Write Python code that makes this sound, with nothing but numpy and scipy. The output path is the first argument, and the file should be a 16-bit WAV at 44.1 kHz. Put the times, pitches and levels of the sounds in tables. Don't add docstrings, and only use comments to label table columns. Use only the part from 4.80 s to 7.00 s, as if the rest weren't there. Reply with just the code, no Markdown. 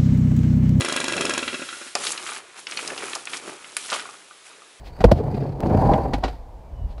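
import sys
import numpy as np
from scipy import signal
from scipy.fft import rfft, irfft
from scipy.io import wavfile
from scipy.ndimage import uniform_filter1d, map_coordinates

SR = 44100
rng = np.random.default_rng(int(sys.argv[2]) if len(sys.argv) > 2 else 0)


def pcm_store(signal):
    levels = np.round(np.clip(np.atleast_2d(signal), -1, 1) * 32767)
    wavfile.write(sys.argv[1], SR, levels.astype(np.int16).T)


N = 97020
T = np.arange(N) / SR

# crack_db, crack_fade_s, crack_top_hz
BLOWS = [ (0.205, -20, -19, -22, 740, 0.003, -33, -27, 0.044, 9000),
         (0.214, -37, -48, -19, 680, 0.0019, -30, -29.5, 0.04, 12000),
         (0.2403, -41, -19, 0.5, 481.4, 0.0039, -8.5, -13.5, 0.04, 17000),
         (0.2452, -4.5, -1.5, -7.5, 654, 0.0036, -18.5, -19.5, 0.032, 17100),
         (0.3129, -53, -16, -10, 692, 0.0049, -28, -20.5, 0.033, 16100),
         (0.3163, -17, -3, 3, 598, 0.0015, -11.5, -13, 0.027, 14000),
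         (1.334, -17.5, -23.5, -19.5, 810, 0.006, -56, -21, 0.076, 9200),
         (1.4361, -19, -24.5, -20.5, 760, 0.0057, -33, -20.5, 0.11, 7140),
         (1.479, -37, -60, -35.5, 460, 0.0039, -31.5, -31.5, 0.082, 9400),
         (2.179, -30, -50, -40.5, 700, 0.0035, -47, -45.5, 0.078, 9100)]
# pitch_hz, level_db, fade_s
PANEL_NOTES = [(82, -3.5, 0.16), (117.4, 0, 0.054), (201, 0, 0.061), (264.4, -9, 0.071),
               (342.7, -10, 0.079)]
# pitch_hz, level_db, fade_ratio (times the crack's fade)
DECK_NOTES = [(270.6, 2, 1.2), (579, -6.5, 1.4), (726, -3, 1.3), (791, -4.5, 1.3), (988, -4, 1.1),
              (1108, -7, .8), (1437, -5.5, .9), (1892, -6, .8), (2286, -9, .8), (2486, -11.5, .8),
              (2778, -19.5, .9), (3980, -11, .9)]
# frequency_hz, level_db
CRACK_COLOUR = [(150, -2.5), (500, 8.5), (1000, 2), (1500, -3.5), (4800, -9.5), (6500, -18.5), (10000, -24),
                (15500, -28.5)]
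# time_s, hum_db, rumble_db, roar_db, hiss_db
ROLL_LEVELS = [(0.15, -57, -61, -60, -61.5), (0.208, -34.5, -35.5, -48, -50.5),
               (0.37, -26, -32, -40.5, -60.5), (0.57, -25, -32, -39.5, -53.5),
               (0.68, -26.5, -33, -45.5, -61.5), (0.78, -35, -38.5, -49.5, -65),
               (0.823, -34, -25.5, -36, -54), (0.93, -24, -24, -28.5, -52),
               (0.99, -20, -25.5, -21.5, -48.5), (1.07, -18, -21.5, -24.5, -48),
               (1.16, -26, -21.5, -21, -51.5), (1.23, -37, -29.5, -28.5, -51),
               (1.299, -30, -31.5, -44, -58), (1.385, -36, -39.5, -38, -52.5),
               (1.42, -46, -47.5, -50.5, -66.5), (1.58, -46, -49, -44.5, -52)]
# frequency_hz, level_db
HUM_COLOUR = [(60, -15.5), (100, -4), (138, 3.5), (180, -9.5), (500, -40)]
RUMBLE_COLOUR = [(90, -96), (170, -4.5), (230, 2), (500, -1), (800, -7), (1400, -27.5)]
ROAR_COLOUR = [(450, -13), (700, 1.5), (860, -6), (1000, 0), (1220, -19), (1800, -22.5), (2800, -46),
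               (6000, -44)]
HISS_COLOUR = [(700, 0), (1400, 7), (2400, 1.5), (3400, -11.5), (4650, 2), (5500, -14.5), (7000, -13.5),
               (15000, -18.5)]
# pitch_hz, level_db
WHEEL_NOTES = [(630, -5), (810, 2.5), (1000, -5)]
# start_s, thud_db, clack_db, clack_hz, tick_db, tick_hz
SEAM_BUMPS = [ (0.400, -21, -17, 436, -44.5, 1200), (0.542, -14.5, -24, 391, -41.5, 2490),
              (0.622, -23.5, -23, 432, -41, 1633), (0.831, -14, -23, 701, -34, 1730),
              (0.867, -15.5, -26, 463, -43.5, 4500), (0.908, -8.5, -23.5, 502, -31, 1080),
              (0.944, -7, -17, 421, -33.5, 1300), (1.097, -24, -10, 787, -64.5, 2500),
              (1.134, -12, -19, 630, -23, 2000), (1.339, -33, -16.5, 269.6, -30.5, 2210)]
# frequency_hz, level_db
BEARING_COLOUR = [(1500, 2.5), (2450, 2), (3400, -8), (4500, 2), (6000, -15)]
# peak_s, half_length_s, pitch_hz, glide_hz_per_s, level_db
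BEARING_WHINES = [(.15, 0.022, 4500, -500, -63)]
# peak_s, half_length_s, level_db
BOARD_SCRAPES = [(0.188, .008, -44), (0.29, 0.0088, -29), (1.331, 0.004, -32), (1.436, 0.0049, -24)]
# peak_s, half_length_s, level_db
SHOE_SCUFFS = [(0.072, 0.016, -45), (0.38, 0.02, -46), (1.48, 0.073, -53.5), (2.114, 0.019, -55.5)]
# frequency_hz, level_db
SCUFF_COLOUR = [(500, 13), (1500, 1), (4400, 0.5), (6500, -13), (15000, -21.5)]
# frequency_hz, level_db
TRAFFIC_COLOUR = [(25, 11.5), (55, 12.5), (120, -9.5), (280, -11.5), (650, -7.5), (950, -11), (1300, -26.5),
                  (2500, -33), (5000, -38), (15000, -49)]
WIND_COLOUR = [(30, 6.5), (52, 7), (85, -3), (235, -22.5), (600, -46)]
# time_s, level_db
WIND_GUSTS = [(0, -39.5), (0.7, -39.5), (1.05, -21), (1.74, -43), (1.9, -39), (1.97, -28), (2.08, -25),
              (2.13, -36.5)]
# peak_s, half_length_s, pitch_hz, glide_hz_per_s, level_db
BIRD_CHIRPS = [(1.87, .04, 2330, -900, -70), (2.01, .055, 2945, -900, -68)]

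CRACK_RISE_S = 0.0012


def knocks():
    times, boom_db, thud_db = np.transpose(BLOWS)[:3]
    out = ring(times, boom_db, hz=50.5, fade_s=0.41) + panels(times, thud_db)
    for start_s, _, _, clack_db, hz, rise_s, overtone_db, crack_db, fade_s, top_hz in BLOWS:
        age = np.minimum(since(start_s), 1)
        treble_cut = signal.butter(2, top_hz, fs=SR, output="sos")
        crack = signal.sosfilt(treble_cut, burst(age, fade_s) * noise(CRACK_COLOUR))
        overtone = clack(age, overtone_db, hz * 1.79, rise_s * 0.59)
        out += clack(age, clack_db, hz, rise_s) + overtone
        out += from_db(crack_db) * (crack + deck(age, fade_s))
    return out


def panels(times, thud_db):
    return sum((-1) ** k * ring(times, thud_db + db, hz, fade_s)
               for k, (hz, db, fade_s) in enumerate(PANEL_NOTES))


def clack(age, db, hz, rise_s):
    return from_db(db) * age / rise_s * np.exp(1 - age / rise_s) * np.sin(2 * np.pi * hz * age)


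def deck(age, fade_s, level_db=-4, scatter_db=3.5):
    out = np.zeros(N)
    for k, (hz, db, fade_ratio) in enumerate(DECK_NOTES):
        strength = from_db(level_db + db + scatter_db * rng.standard_normal())
        out += (-1) ** k * strength * np.sin(2 * np.pi * hz * age) * fade(age, fade_ratio * fade_s)
    return (1 - np.exp(-age / CRACK_RISE_S)) * out


def rolling(stop_s=1.52):
    judder = flutter(depth_db=2.5, slow_hz=3.9, fast_hz=39)
    rattle = flutter(depth_db=3, slow_hz=20.5, fast_hz=41)
    hum, rumble, roar, hiss = map(grit, (HUM_COLOUR, RUMBLE_COLOUR, ROAR_COLOUR, HISS_COLOUR))
    wheels = through_curve(roar + sum(wheel_note(hz, db) for hz, db in WHEEL_NOTES))
    layers = (hum, judder * rumble, judder * wheels, rattle * hiss)
    mix = sum(gain * layer for gain, layer in zip(gain_curves(ROLL_LEVELS), layers))
    return fade(since(stop_s), fade_s=0.25) * mix


def grit(colour, grains_per_s=5000, spread_db=3.5):
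    sizes = from_db(spread_db * np.minimum(rng.exponential(1, N), 4))
    signs = rng.choice([-1, 1], N)
    hits = rng.random(N) < grains_per_s / SR
    return steadied(tint(sizes * signs * hits, colour), window_s=0.14)


def wheel_note(hz, db, width_hz=55):
    b, a = signal.iirpeak(hz, hz / width_hz, fs=SR)
    narrowed = signal.lfilter(b, a, rng.standard_normal(N))
    return from_db(db) * steadied(signal.lfilter(b, a, narrowed), window_s=0.073)


def through_curve(roar, highest_s=1.15, glide_per_s=0.3):
    speed = np.clip(1 - glide_per_s * np.abs(T - highest_s), 0.88, 1)
    return unit_level(map_coordinates(roar, [np.cumsum(speed)], order=3, mode="wrap"))


def seams():
    times, thud_db = np.transpose(SEAM_BUMPS)[:2]
    out = panels(times, thud_db)
    for start_s, _, clack_db, clack_hz, tick_db, tick_hz in SEAM_BUMPS:
        age = since(start_s)
        rasp = noise([(tick_hz / 2, -7), (tick_hz, 0), (tick_hz * 2, -14), (tick_hz * 10, -54)])
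        tick = rasp + np.sin(2 * np.pi * tick_hz * age)
        out += clack(age, clack_db, clack_hz, rise_s=0.0053)
        out += from_db(tick_db) * burst(age, fade_s=0.036) * tick
    return out


def bearings(start_s=0.546, end_s=0.735, turn_s=0.029, tick_db=-44.5):
    age = since(start_s)
    pulses = burst(age % turn_s, fade_s=0.06) * fade(age, fade_s=1.8) * (T < end_s)
    ticks = from_db(tick_db) * pulses * noise(BEARING_COLOUR)
    return ticks + sum(whistle(*whine) for whine in BEARING_WHINES)


def rubs(rows, colour):
    return noise(colour) * sum(from_db(db) * swell(peak_s, half_s) for peak_s, half_s, db in rows)


def click(start_s=0.8054, level_db=-19):
    return from_db(level_db) * (T >= start_s) * fade(since(start_s), fade_s=0.005)


def outdoors(traffic_db=-40):
    wind = gain_curves(WIND_GUSTS)[0] * steadied(noise(WIND_COLOUR), window_s=0.2)
    traffic = from_db(traffic_db) * noise(TRAFFIC_COLOUR)
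    bird = sum(whistle(*chirp) for chirp in BIRD_CHIRPS)
    return wind + traffic + bird


def whistle(peak_s, half_s, hz, glide_hz_per_s, db, waver_hz=25):
    pitch = hz + glide_hz_per_s * (T - peak_s) + waver_hz * noise([(10, 0.015), (80, 0)])
    return from_db(db) * swell(peak_s, half_s) * np.sqrt(2) * np.sin(2 * np.pi * np.cumsum(pitch) / SR)


def ring(times, db, hz, fade_s):
    strikes = np.zeros(N) + 1e-18
    np.add.at(strikes, (times * SR).astype(int), from_db(db))
    decay, angle = fade(1 / SR, fade_s), 2 * np.pi * hz / SR
    return signal.lfilter([0, decay * np.sin(angle)], [1, -2 * decay * np.cos(angle), decay ** 2], strikes)


def burst(age, fade_s, echo_db=-27):
    echo = from_db(echo_db) * fade(age, fade_s=0.16)
    return (1 - np.exp(-age / CRACK_RISE_S)) * (fade(age, fade_s) + echo)


def swell(peak_s, half_s):
    return np.exp(-0.5 * ((T - peak_s) / half_s) ** 2)


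def fade(age, fade_s):
    return np.exp(-np.log(1000) * age / fade_s)


def since(start_s):
    return np.maximum(T - start_s, 0)


def flutter(depth_db, slow_hz, fast_hz):
    return from_db(depth_db * noise([(slow_hz, 0), (fast_hz, 0)]))


def noise(colour):
    return tint(rng.standard_normal(N), colour)


def tint(x, colour):
    hz, db = np.transpose(colour)
    freqs = np.maximum(np.arange(N // 2 + 1) * SR / N, 1)
    shape = from_db(np.interp(np.log(freqs), np.log(hz), db))
    edge_cut = np.minimum(freqs / hz[0], 1) ** 2 * np.minimum(hz[-1] / freqs, 1) ** 2
    return unit_level(irfft(rfft(x) * edge_cut * shape, N))


def steadied(x, window_s):
    return x / np.sqrt(uniform_filter1d(x ** 2, int(window_s * SR)) + 1e-9)


def unit_level(x):
    return x / np.sqrt(np.mean(x ** 2) + 1e-20)


def gain_curves(rows):
    times, *columns = np.transpose(rows)
    return [from_db(np.interp(T, times, db)) for db in columns]


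def from_db(db):
    return 10 ** (np.asarray(db) / 20)


def scene():
    board = knocks() + seams() + rolling() + bearings()
    shoes = rubs(SHOE_SCUFFS, SCUFF_COLOUR)
    scrapes = rubs(BOARD_SCRAPES, ROAR_COLOUR)
    return (board + shoes + scrapes + click() + outdoors())[None]


def record(dry, lowest_hz=32.7, highest_hz=15600):
    dry = signal.sosfilt(signal.butter(2, lowest_hz, "high", fs=SR, output="sos"), dry)
    flattened = dry / (1 + dry ** 6) ** (1 / 6)
    return signal.sosfilt(signal.ellip(10, 0.2, 80, highest_hz, fs=SR, output="sos"), flattened)


dry = scene()
out = record(dry)
pcm_store(out)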